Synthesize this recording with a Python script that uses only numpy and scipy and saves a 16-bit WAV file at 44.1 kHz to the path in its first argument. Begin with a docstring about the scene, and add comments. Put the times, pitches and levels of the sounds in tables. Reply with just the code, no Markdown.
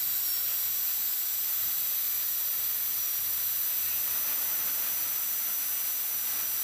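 """Dental handpiece, close up

An air turbine trims a model tooth in light strokes, right at the microphone. The rotor whines near
6 kHz, sags under each stroke of the bur and spins back up; drive air and water mist hiss from the head.
Spray washes over the teeth as the head turns, stray air flutters on the microphone, a faint hum swells."""
import sys
import numpy as np
from scipy import signal
from scipy.fft import rfft, irfft
from scipy.io import wavfile
from scipy.ndimage import map_coordinates

SR = 44100
rng = np.random.default_rng(int(sys.argv[2]) if len(sys.argv) > 2 else 0)


def wrap_up_sound(samples):
    """Save the sound to the file named by the first command line argument, as 16-bit audio."""
    columns = np.atleast_2d(samples).T
    # keep every value between -1 and 1, then stretch to whole-number steps
    tamed = np.clip(columns, -1, 1)
    steps = np.round(tamed * 32767).astype(np.int16)
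    wavfile.write(sys.argv[1], SR, steps)


N = 292383
TIME, FREQS = np.arange(N) / SR, np.fft.rfftfreq(N, 1 / SR)

# The bur on the tooth. Each row: start and length in seconds, pressure 0-1, change of the whine in dB.
STROKES = [(-0.285, 0.49, 0.31, -3), (0.209, 0.09, 0.97, 4.5), (0.296, 0.07, 0.63, 4.5),
           (1.028, 0.08, 0.26, -3), (1.11, 0.13, 0.14, -4), (2.05, 0.07, 0.21, -2),
           (2.12, 0.32, 0.085, 0.5), (2.28, 0.04, 0.2, -1), (2.93, 0.19, 0.27, 3), (6.08, 0.6, 0.04, 0)]
CONTACT_S = 0.031  # the bur takes this long to bite and to let go
# The hand turning the head. Each row: time in seconds, turn (0 sprays along the tooth, 1 square on).
TURN = [(0, 0.01), (1.4, 0.05), (1.62, 0.28), (2.25, 0.33), (2.7, 0.45), (3.65, 0.48), (4.05, 0.7),
        (4.3, 0.95), (5.1, 0.98), (5.5, 0.82), (6.63, 0.77)]
# Air at the nozzle, then at the microphone. Each row: time in seconds, relative level in dB.
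JET_LEVELS = [(0.0, -31), (0.05, -30), (1.24, -31), (1.6, -30.5), (3.29, -31.5), (3.58, -30.5), (6.48, -32),
              (6.63, -31)]
DRAUGHT_LEVELS = [(0.0, -62), (0.79, -64), (0.92, -78), (0.96, -66.5), (1.5, -70), (1.62, -61), (2.1, -68),
                  (2.94, -60.5), (3.1, -74), (3.19, -62), (5.06, -64), (5.58, -73), (5.69, -65),
                  (6.11, -73), (6.17, -59), (6.2, -66), (6.5, -63), (6.63, -67)]
# Spectra of the jet, the landing spray and the stray air. Each row: frequency in Hz, relative level in dB.
JET_COLOUR = [(150, -36), (600, -25), (1400, -20), (3000, -20), (5300, -15.5), (6100, -19.5), (7900, -15),
              (9400, -16.5), (10900, -15), (11500, -9), (12100, -3), (13000, -1.8), (13950, 1.3),
              (15400, -.7)]
SPLASH_COLOUR = [(100, -17), (250, -7.5), (390, -13.5), (560, -7.5), (720, -10.5), (900, -5), (1400, 1),
                 (1700, -0.5), (1980, 1.5), (2230, -3), (2580, 2), (2950, -1.5), (5300, -3), (6500, -5.5),
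                 (15400, -15)]
DRAUGHT_COLOUR = [(20, -35), (40, -10), (60, -6), (82, 0.5), (100, -4), (120, 2.5), (165, -13.5), (205, -5),
                  (300, -18), (700, -41)]
# Hollows and edges rung by the jet; the low hollow's last row is a thin line an octave above the whistle. Each
# row: centre and width in Hz, relative level in dB.
LOW_HOLLOW = [(3384, 280, -4), (3923, 270, -0.5), (4296, 135, -1), (4705, 116, 1)]
HIGH_HOLLOW = [(7780, 560, 0), (8900, 100, -10)]
TOOTH_GAP = [(5130, 300, -2.5), (5300, 130, -13), (6580, 320, -5), (7400, 390, -0.5)]
FAN_EDGE = [(10350, 2800, 3), (11070, 750, 3.5), (13600, 380, -14)]
NOZZLE_RING = [(12260, 720, 0)]
# The jet's aim. Each row: hollow, aimed level in relative dB, best turn, reach in turn, floor in relative dB.
AIMS = [(LOW_HOLLOW, -48.5, 0.13, 0.74, -55.5),
        (HIGH_HOLLOW, -47.5, 0.02, 0.4, -48),
        (TOOTH_GAP, -50, 0.1, 0.3, -65),
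        (FAN_EDGE, -43, 0.8, 0.58, -53.5),
        (NOZZLE_RING, -38.2, 0.28, 0.62, -55)]
# Surges of spray. Each row: middle and length in seconds, relative gain in dB.
SURGES = [(0.52, 0.7, 1.9), (1.651, 0.35, 1.4), (4.414, 0.91, 1.54), (6.45, 0.51, 1.8)]
# Resonances of spray hitting squarely, of a gap it sweeps past, and of the tooth under the bur.
# Each row: centre and width in Hz, relative level in dB.
SPLASH_BODY = [(274, 176, -2), (518, 200, -1.5), (890, 350, 0.5), (1400, 390, 1)]
SWEEP_MODES = [(2620, 210, 0)]
TOOTH_MODES = [(4230, 320, -9), (5120, 180, -3), (7000, 200, 7)]
# The bur catching. Each row: middle in seconds, centre and width in Hz, length in seconds, level in dB.
SQUEAKS = [(.285, 11700, 250, 0.035, -42.5), (0.504, 2900, 900, 0.098, -48), (0.48, 570, 150, .14, -59),
           (1.12, 5000, 130, .04, -43)]
# Three swells of low hum. Each row: start and length in seconds, level in dB.
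HUM_SWELLS = [(2.5, 0.49, -68), (3.121, 0.44, -63.5), (3.75, 0.42, -66)]


def amp(db):
    """Decibels to gain."""
    return 10 ** (np.asarray(db) / 20)


def curve(rows):
    """Joins (seconds, value) points, sample by sample."""
    return np.interp(TIME, *np.transpose(rows))


def held(start, length, ramp):
    """1 during an event, 0 outside, with straight ramps centred on its ends."""
    return np.clip(np.minimum(TIME - start, start + length - TIME) / ramp + .5, 0, 1)


def bell(x, centre, reach):
    """1 at the centre, falling smoothly to either side."""
    return np.exp(-((x - centre) / reach) ** 2)


def swell(middle_s, length_s, db):
    """Gain that rises and falls smoothly around a moment."""
    return amp(db) * bell(TIME, middle_s, length_s / 2)


def colour(points):
    """Gain over frequency from (Hz, dB) points, falling away below the first."""
    hz, db = np.transpose(points)
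    low_cut = np.minimum(FREQS / hz[0], 1) ** 2
    return amp(np.interp(np.log(FREQS + 1), np.log(hz), db)) * low_cut


def resonances(modes):
    """Gain over frequency of (Hz, width, dB) resonances with steep skirts."""
    peaks = (amp(db) / (1 + 2 * ((FREQS - hz) / width) ** 2) for hz, width, db in modes)
    return np.sqrt(sum(peak ** 2 for peak in peaks))


def noise(gain):
    """Turbulence of rms 1 with the given gain over frequency."""
    x = irfft(rfft(rng.standard_normal(N)) * gain, N)
    return x / np.sqrt(np.mean(x ** 2) + 1e-20)


def wander(rate_hz):
    """Random drift of rms 1, up to about the given rate."""
    return noise(np.exp(-(FREQS / rate_hz) ** 2))


def bite():
    """How hard the grit cuts, 0-1: it grows as the root of the pressure."""
    return sum(np.sqrt(pressure) * held(start, length, CONTACT_S)
               for start, length, pressure, _ in STROKES)


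def rotor_hz(free_hz=5975, drift_hz_per_s=8, sag_hz=900, inertia_s=0.253):
    """Each stroke brakes the rotor; lagging by its inertia, it regains its slowly sinking free speed."""
    def settled(since_s):
        return 1 - np.exp(-np.maximum(TIME - since_s, 0) / inertia_s)
    drag = sum(pressure * (settled(start) - settled(start + length))
               for start, length, pressure, _ in STROKES)
    return free_hz - drift_hz_per_s * TIME - sag_hz * drag


def turbine(whine_db=-45.5, octave_db=-54, jitter_hz=1.91, shimmer_db=0.9, chatter_db=2.5):
    """The unbalanced rotor sings once a revolution; the bite lifts its octave and makes it chatter."""
    facing_db = 3 * bell(curve(TURN), 0.88, reach=0.3)  # louder as the head comes round
    stroke_db = sum(db * held(start, length, CONTACT_S) for start, length, _, db in STROKES)
    hz = rotor_hz() + jitter_hz * wander(rate_hz=22)
    angle = 2 * np.pi * np.cumsum(hz) / SR
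    unsteady_db = shimmer_db * wander(rate_hz=23) + chatter_db * bite() * wander(rate_hz=30)
    whine = amp(whine_db + facing_db + stroke_db) * np.sin(angle)
    octave = amp(octave_db + 13 * bite()) * np.sin(2 * angle)
    return np.sqrt(2) * amp(unsteady_db) * (whine + octave)


def jet(gain_db=4.0):
    """Air and mist leave the nozzle in a hiss, bright and even at this close range."""
    return amp(curve(JET_LEVELS) + gain_db) * noise(colour(JET_COLOUR))


def hollows(gain_db=0.36):
    """Turbulent air rings each hollow by as much as the jet is aimed into it."""
    turn = curve(TURN)
    out = np.zeros(N)
    for modes, aimed_db, best_turn, reach, floor_db in AIMS:
        aimed = amp(aimed_db) * bell(turn, best_turn, reach)
        out += np.hypot(aimed, amp(floor_db)) * noise(resonances(modes))
    return amp(gain_db) * out


def splash(wash_db=-49, wash_swing=1.15, body_db=-62, body_swing=3.0, patter_db=1.1):
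    """Mist washes over the teeth, gains body when it hits them squarely, and rings a gap in passing."""
    surge_db = sum(db * bell(TIME, middle, length / 2) for middle, length, db in SURGES)
    landing_db = 4.5 * curve(TURN) + surge_db
    usual_db = landing_db.mean() + patter_db * wander(rate_hz=20)
    excess_db = landing_db - landing_db.mean()
    wash = amp(wash_db + usual_db + wash_swing * excess_db) * noise(colour(SPLASH_COLOUR))
    body = amp(body_db + usual_db + body_swing * excess_db) * noise(resonances(SPLASH_BODY))
    gap = swell(middle_s=3.9, length_s=0.31, db=-49.5) * noise(resonances(SWEEP_MODES))
    return wash + body + gap


def grinding(level_db=-49):
    """The bur's grit scratches the tooth into ringing, in step with the bite."""
    return amp(level_db) * bite() * noise(resonances(TOOTH_MODES))


def near_echoes(hiss):
    """Hand and model jaw throw the hiss back at the microphone; the paths drift, so ripples slide."""
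    out = hiss
    for delay_s, drift_s, share in [(.0016, .0002, .08), (.0028, .0004, .11), (.0048, .0005, .11)]:
        path_s = delay_s + drift_s * wander(rate_hz=.4)
        out = out + share * map_coordinates(hiss, [(TIME - path_s) * SR], order=3, mode="reflect")
    return out


def whistle(hz=2355, width_hz=28, level_db=-71, turn_db=7):
    """A faint, narrow whistle of air grows as the head turns and flares up once."""
    steady = amp(level_db + turn_db * curve(TURN))
    flare = swell(middle_s=2.11, length_s=0.26, db=-57.5)
    return np.hypot(steady, flare) * noise(resonances([(hz, width_hz, 0)]))


def draught(flutter_db=1.2):
    """Stray air reaches the microphone as a low flutter."""
    level_db = curve(DRAUGHT_LEVELS) + flutter_db * wander(rate_hz=6.6)
    return amp(level_db) * noise(colour(DRAUGHT_COLOUR))


def squeaks():
    """Short rough chirps and scuffs where the bur catches."""
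    return sum(swell(middle, length, db) * noise(resonances([(hz, width, 0)]))
               for middle, hz, width, length, db in SQUEAKS)


def hum(pitch_hz=87.5, pitch_at_s=3.0, sink_hz_per_s=6, fade_s=0.12):
    """A soft low hum comes in swells, sinking in pitch."""
    hz = pitch_hz - sink_hz_per_s * (TIME - pitch_at_s)
    gain = sum(amp(db) * held(start, length, fade_s) for start, length, db in HUM_SWELLS)
    return np.sqrt(2) * gain * np.sin(2 * np.pi * np.cumsum(hz) / SR)


def sliding_hiss(middle_s=4.5, centre_hz=13550, width_hz=320, fall_hz_per_s=720):
    """A high resonance in the hiss glides down while the head comes round."""
    hz = centre_hz - fall_hz_per_s * (TIME - middle_s)
    band = np.sqrt(2) * wander(rate_hz=width_hz) * np.sin(2 * np.pi * np.cumsum(hz) / SR)
    return swell(middle_s, length_s=1.7, db=-39.5) * band


def scene():
    """One microphone close to the model jaw hears it all, the same in both channels."""
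    hiss = near_echoes(jet() + hollows() + splash() + grinding()) + sliding_hiss()
    mono = turbine() + squeaks() + hiss + whistle() + draught() + hum()
    return np.tile(mono, (2, 1))


def record(dry, edge_hz=15495):
    """The recorder cuts the top of the microphone's treble off steeply."""
    low_pass = signal.firwin(4095, edge_hz, window=("kaiser", 9), fs=SR)
    return signal.oaconvolve(dry, low_pass[None], "same")


dry = scene()
out = record(dry)
wrap_up_sound(out)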